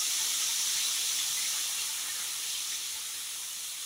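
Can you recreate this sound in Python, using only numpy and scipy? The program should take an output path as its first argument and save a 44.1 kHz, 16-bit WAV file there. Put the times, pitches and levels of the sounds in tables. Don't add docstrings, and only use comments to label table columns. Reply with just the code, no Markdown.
import sys
import numpy as np
from scipy import signal
from scipy.fft import rfft, irfft, next_fast_len
from scipy.io import wavfile
from scipy.ndimage import uniform_filter1d, map_coordinates

SR = 44100
rng = np.random.default_rng(int(sys.argv[2]) if len(sys.argv) > 2 else 0)


def bounce(signal):
    frames = np.transpose(np.atleast_2d(signal))
    limited = np.clip(frames, -1, 1)
    pcm = np.round(limited * 32767).astype(np.int16)
    wavfile.write(sys.argv[1], SR, pcm)


N = 169785


def amp(db):
    return 10 ** (np.asarray(db) / 20)


def unit(x):
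    return x / np.sqrt(np.mean(x ** 2) + 1e-20)


def curve(rows):
    return np.interp(np.arange(N) / SR, *np.transpose(rows))


def wobble(rate_hz):
    return map_coordinates(rng.standard_normal(2048), [np.arange(N) * rate_hz / SR + 2], mode="wrap")


def filtered(x, response):
    size = next_fast_len(N + SR // 2)
    return irfft(rfft(x, size) * response(np.fft.rfftfreq(size, 1 / SR)), size)[:N]


def coloured(x, eq):
    freq_hz, gain_db = np.transpose(eq)
    return unit(filtered(x, lambda hz: amp(np.interp(np.log(hz + 1), np.log(freq_hz), gain_db))))


def resonances(x, modes):
    def response(f):
        return sum(amp(db) * 1j * f * width / (hz * hz - f * f + 1j * f * width)
                   for hz, width, db in modes)
    return unit(filtered(x, response))


def rush(patchy_db):
    spectrum = signal.stft(rng.standard_normal(N), nperseg=512)[2]
    patches = uniform_filter1d(rng.standard_normal(spectrum.shape), size=7, axis=0)
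    patches = uniform_filter1d(patches, size=8, axis=1)
    return signal.istft(spectrum * amp(patchy_db * unit(patches)), nperseg=512)[1][:N]


def pops(rate_hz, spread_db):
    size = amp(spread_db * np.minimum(rng.exponential(size=N), 5))
    return (rng.random(N) < rate_hz / SR) * size * rng.choice([-1, 1], N)


def tone_swarm(lo_hz, hi_hz, cycles, spread_db, count):
    when, pitch, size, life = rng.random((count, 4)).T[:, :, None]
    age = np.arange(min(SR // 16, 3000000 // count))
    turns = lo_hz * (hi_hz / lo_hz) ** pitch * age / SR
    gain = amp(-spread_db * np.log(size + np.exp(-4)))
    envelope = np.exp(-turns / (cycles * (.5 + life))) * (1 - np.exp(-turns / 2))
    ring = gain * envelope * np.sin(2 * np.pi * turns)
    position = (when * N).astype(int) + age
    return np.bincount(position.ravel(), ring.ravel(), N)[:N]


def large_bubble(start_s, pitch_hz, level_db, t60_s, attack_s, rise_per_s=0.19):
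    t = np.clip(np.arange(N) / SR - start_s, 0, 1)
    phase = 2 * np.pi * pitch_hz * t * (1 + rise_per_s * t / 2) + 0.3 * wobble(90)
    flutter_db = 2.2 * wobble(130)
    swell = 1 - np.exp(-(t / attack_s) ** 2)
    return amp(level_db - 60 * t / t60_s + flutter_db) * swell * np.sin(phase)


def kitchen(x, t60_s=0.37, wet_db=-23):
    t = np.arange(SR // 2) / SR
    tail = rng.standard_normal(len(t)) * amp(-60 * t / t60_s)
    return x + amp(wet_db) * signal.fftconvolve(x, tail / np.linalg.norm(tail))[:N]


# freq_hz, gain_db
BURNER_EQ = [(25, -49), (45, -10), (70, -7), (170, -1), (300, -15.5), (700, -5), (2000, -35.5)]
def stove(hum_hz=99.4):
    rumble = amp(-71) * coloured(rng.standard_normal(N), BURNER_EQ)
    hum = amp(-80) * np.sqrt(2) * np.sin(2 * np.pi * hum_hz * np.arange(N) / SR)
    return rumble + hum


# time_s, level_db
STREAM_RIDE = [(0, -46), (0.6, -46.5), (1.3, -47), (1.7, -46.5), (1.95, -48), (2.2, -47), (2.4, -49),
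               (2.9, -51), (3.25, -51.5), (3.6, -53.5), (3.85, -53)]
# freq_hz, gain_db
SPLASH_EQ = [(60, -41), (190, -12), (245, -20), (330, -30), (430, -25), (600, -17.5), (680, -10),
             (1000, -6.5), (1250, -3), (1600, -4.5), (1850, -2), (2300, 1.5), (3300, -8), (6000, -58)]
# pitch_hz, width_hz, gain_db
PAN_MODES = [(314, 38, -11.5), (369, 54, -8), (468.7, 20, -3.5), (895, 40, 0.5), (1253, 66, -0.5),
             (1335, 35, 4.5), (1822, 45, 6.5), (2040, 110, -2), (2294, 120, 1), (2783, 28, 12.5),
             (3190, 41, -1), (3410, 72, 2.5), (3857, 96, 7)]
def stream():
    splash = amp(-0.5) * coloured(rush(patchy_db=2.5), SPLASH_EQ)
    ring = amp(-3) * resonances(pops(rate_hz=1600, spread_db=1.0), PAN_MODES)
    bubbles = tone_swarm(1000, 3434, cycles=27, spread_db=1.5, count=700)
    froth = amp(-8.5) * coloured(kitchen(bubbles), SPLASH_EQ)
    return amp(curve(STREAM_RIDE) + 0.11 * wobble(12.1)) * (splash + ring + froth)


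# pitch_hz, width_hz, gain_db
HOLLOW_MODES = [(302, 21, -3.5), (330, 33, -8), (381, 24, -4), (476, 11, 2.5), (510, 25, 1.5),
                (760, 53, -17), (905, 42, 3)]
def glugs():
    gurgles = tone_swarm(259.4, 912, cycles=6.4, spread_db=-0.3, count=500)
    return amp(curve(STREAM_RIDE) - 19.5) * resonances(gurgles, HOLLOW_MODES)


# start_s, pitch_hz, level_db (before the boost), t60_s
PLINK_CUES = [(.012, 1250, -38.5, 0.063), (0.117, 1160, -48, 0.13), (.195, 882, -47.5, 0.13),
              (0.413, 1280, -41, .1), (.484, 897, -46, 0.096), (0.536, 1810, -43, 0.086),
              (.745, 873, -48, 0.07), (.843, 3920, -31, .1), (1.18, 3410, -36, 0.13),
              (1.364, 2024, -41, 0.16), (1.518, 1294, -46, 0.06), (1.777, 2740, -39, 0.12),
              (1.885, 890, -49, .11), (2.067, 1860, -39, 0.068), (2.073, 2190, -44.5, 0.13),
              (2.087, 1810, -39, .1), (2.147, 1735, -42, 0.081), (2.485, 2756, -38, 0.085),
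              (2.538, 3110, -38, .09), (2.712, 1836, -45, 0.081), (2.952, 870, -51, 0.096),
              (3.155, 1890, -49, .1), (3.494, 2940, -45.5, 0.16)]
# start_s, pitch_hz, level_db
PLOP_CUES = [(0.656, 106, -53), (0.751, 157, -50), (1.293, 142, -48), (2.103, 87.5, -52), (2.931, 80, -50),
             (3.145, 90.5, -53)]
def plinks_and_plops(plink_boost_db=9):
    plinks = sum(large_bubble(start_s, hz, db + plink_boost_db, t60_s, attack_s=0.012)
                 for start_s, hz, db, t60_s in PLINK_CUES)
    plops = sum(large_bubble(*cue, t60_s=0.096, attack_s=0.0091) for cue in PLOP_CUES)
    return kitchen(plinks) + plops


# time_s, level_db
FIZZ_RIDE = [(0, -37), (0.6, -37.5), (1.05, -37.5), (1.6, -38.5), (2.1, -39.5), (2.42, -40.5),
             (2.52, -40.5), (2.75, -42), (3.15, -42.5), (3.62, -43), (3.71, -42), (3.76, -44.5),
             (3.85, -43)]
# freq_hz, gain_db
FIZZ_EQ = [(1500, -32), (3500, -12), (5000, -42), (6500, 0), (8200, -4.5), (9200, -1.1), (10200, -0.5),
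           (11200, -3), (12050, -7), (12300, -10), (13800, -17.5), (14350, -11), (15000, -4.5),
           (15700, -12)]
def fizz():
    spray = amp(0.5) * coloured(rush(patchy_db=1.0), FIZZ_EQ)
    crackle = amp(-3.5) * coloured(pops(rate_hz=2800, spread_db=1.0), FIZZ_EQ)
    tones = tone_swarm(8000, 15600, cycles=220, spread_db=-2.5, count=400)
    whistles = amp(-16) * coloured(kitchen(tones), FIZZ_EQ)
    return amp(curve(FIZZ_RIDE) + 0.13 * wobble(23)) * (spray + crackle + whistles)


# time_s, level_db
HISS_RIDE = [(0, -33), (0.4, -32.7), (0.58, -33.5), (0.7, -32), (0.85, -34), (1.15, -34.5), (1.5, -35.5),
             (1.8, -38), (2.1, -40.5), (2.43, -41), (2.5, -38), (2.64, -40), (2.73, -37), (2.79, -40.5),
             (3.2, -44), (3.62, -43.5), (3.76, -46), (3.85, -43)]
# freq_hz, gain_db
HISS_EQ = [(2500, -28.5), (4400, -14), (5080, -14), (5350, 1.5), (6000, 3), (6600, -1), (7100, -1),
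           (7600, -4.5), (8200, -11), (10000, -23), (14000, -22)]
# pitch_hz, width_hz, gain_db
BOWL_MODES = [(4730, 23, -3), (4680, 28, -4), (5370, 120, 0), (5970, 86, 0), (5950, 120, 2.5),
              (6385, 44, 7.5), (7000, 72, -22)]
def hiss():
    steam = amp(-4) * coloured(rush(patchy_db=1.8), HISS_EQ)
    spits = amp(-6) * coloured(pops(rate_hz=6000, spread_db=2.0), HISS_EQ)
    bowl = amp(-7) * resonances(pops(rate_hz=2600, spread_db=2), BOWL_MODES)
    return amp(curve(HISS_RIDE) + 0.19 * wobble(25.33)) * (steam + spits + bowl)


# time_s, level_db
SIZZLE_RIDE = [(0, -37), (0.3, -36), (0.6, -36), (0.82, -35.5), (1.2, -36.5), (1.35, -37.5), (1.65, -37.5),
               (2.0, -40.5), (2.43, -41), (2.54, -39), (2.68, -41), (2.82, -41), (2.97, -43), (3.35, -44.5),
               (3.62, -46), (3.7, -43), (3.76, -46), (3.85, -44.5)]
# freq_hz, gain_db
SIZZLE_EQ = [(900, -52), (2000, -20.5), (2900, -7), (3150, -4), (3500, -0.5), (4000, -2), (4350, -2.5),
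             (4600, -8.5), (5100, -3.5), (6200, -27), (9000, -40)]
def sizzle():
    steam = amp(-1.5) * coloured(rush(patchy_db=1.5), SIZZLE_EQ)
    spits = amp(-8) * coloured(pops(rate_hz=7000, spread_db=2.0), SIZZLE_EQ)
    bubbles = tone_swarm(2200, 4800, cycles=54, spread_db=1.5, count=1200)
    singing = amp(-8) * coloured(kitchen(bubbles), SIZZLE_EQ)
    return amp(curve(SIZZLE_RIDE) + 0.19 * wobble(25.05)) * (steam + spits + singing)


def scene():
    mono = stove() + stream() + glugs() + plinks_and_plops() + fizz() + hiss() + sizzle()
    return np.array([mono, mono])


def record(dry, top_hz=15760):
    return np.array([filtered(channel, lambda hz: hz < top_hz) for channel in dry])


dry = scene()
out = record(dry)
bounce(out)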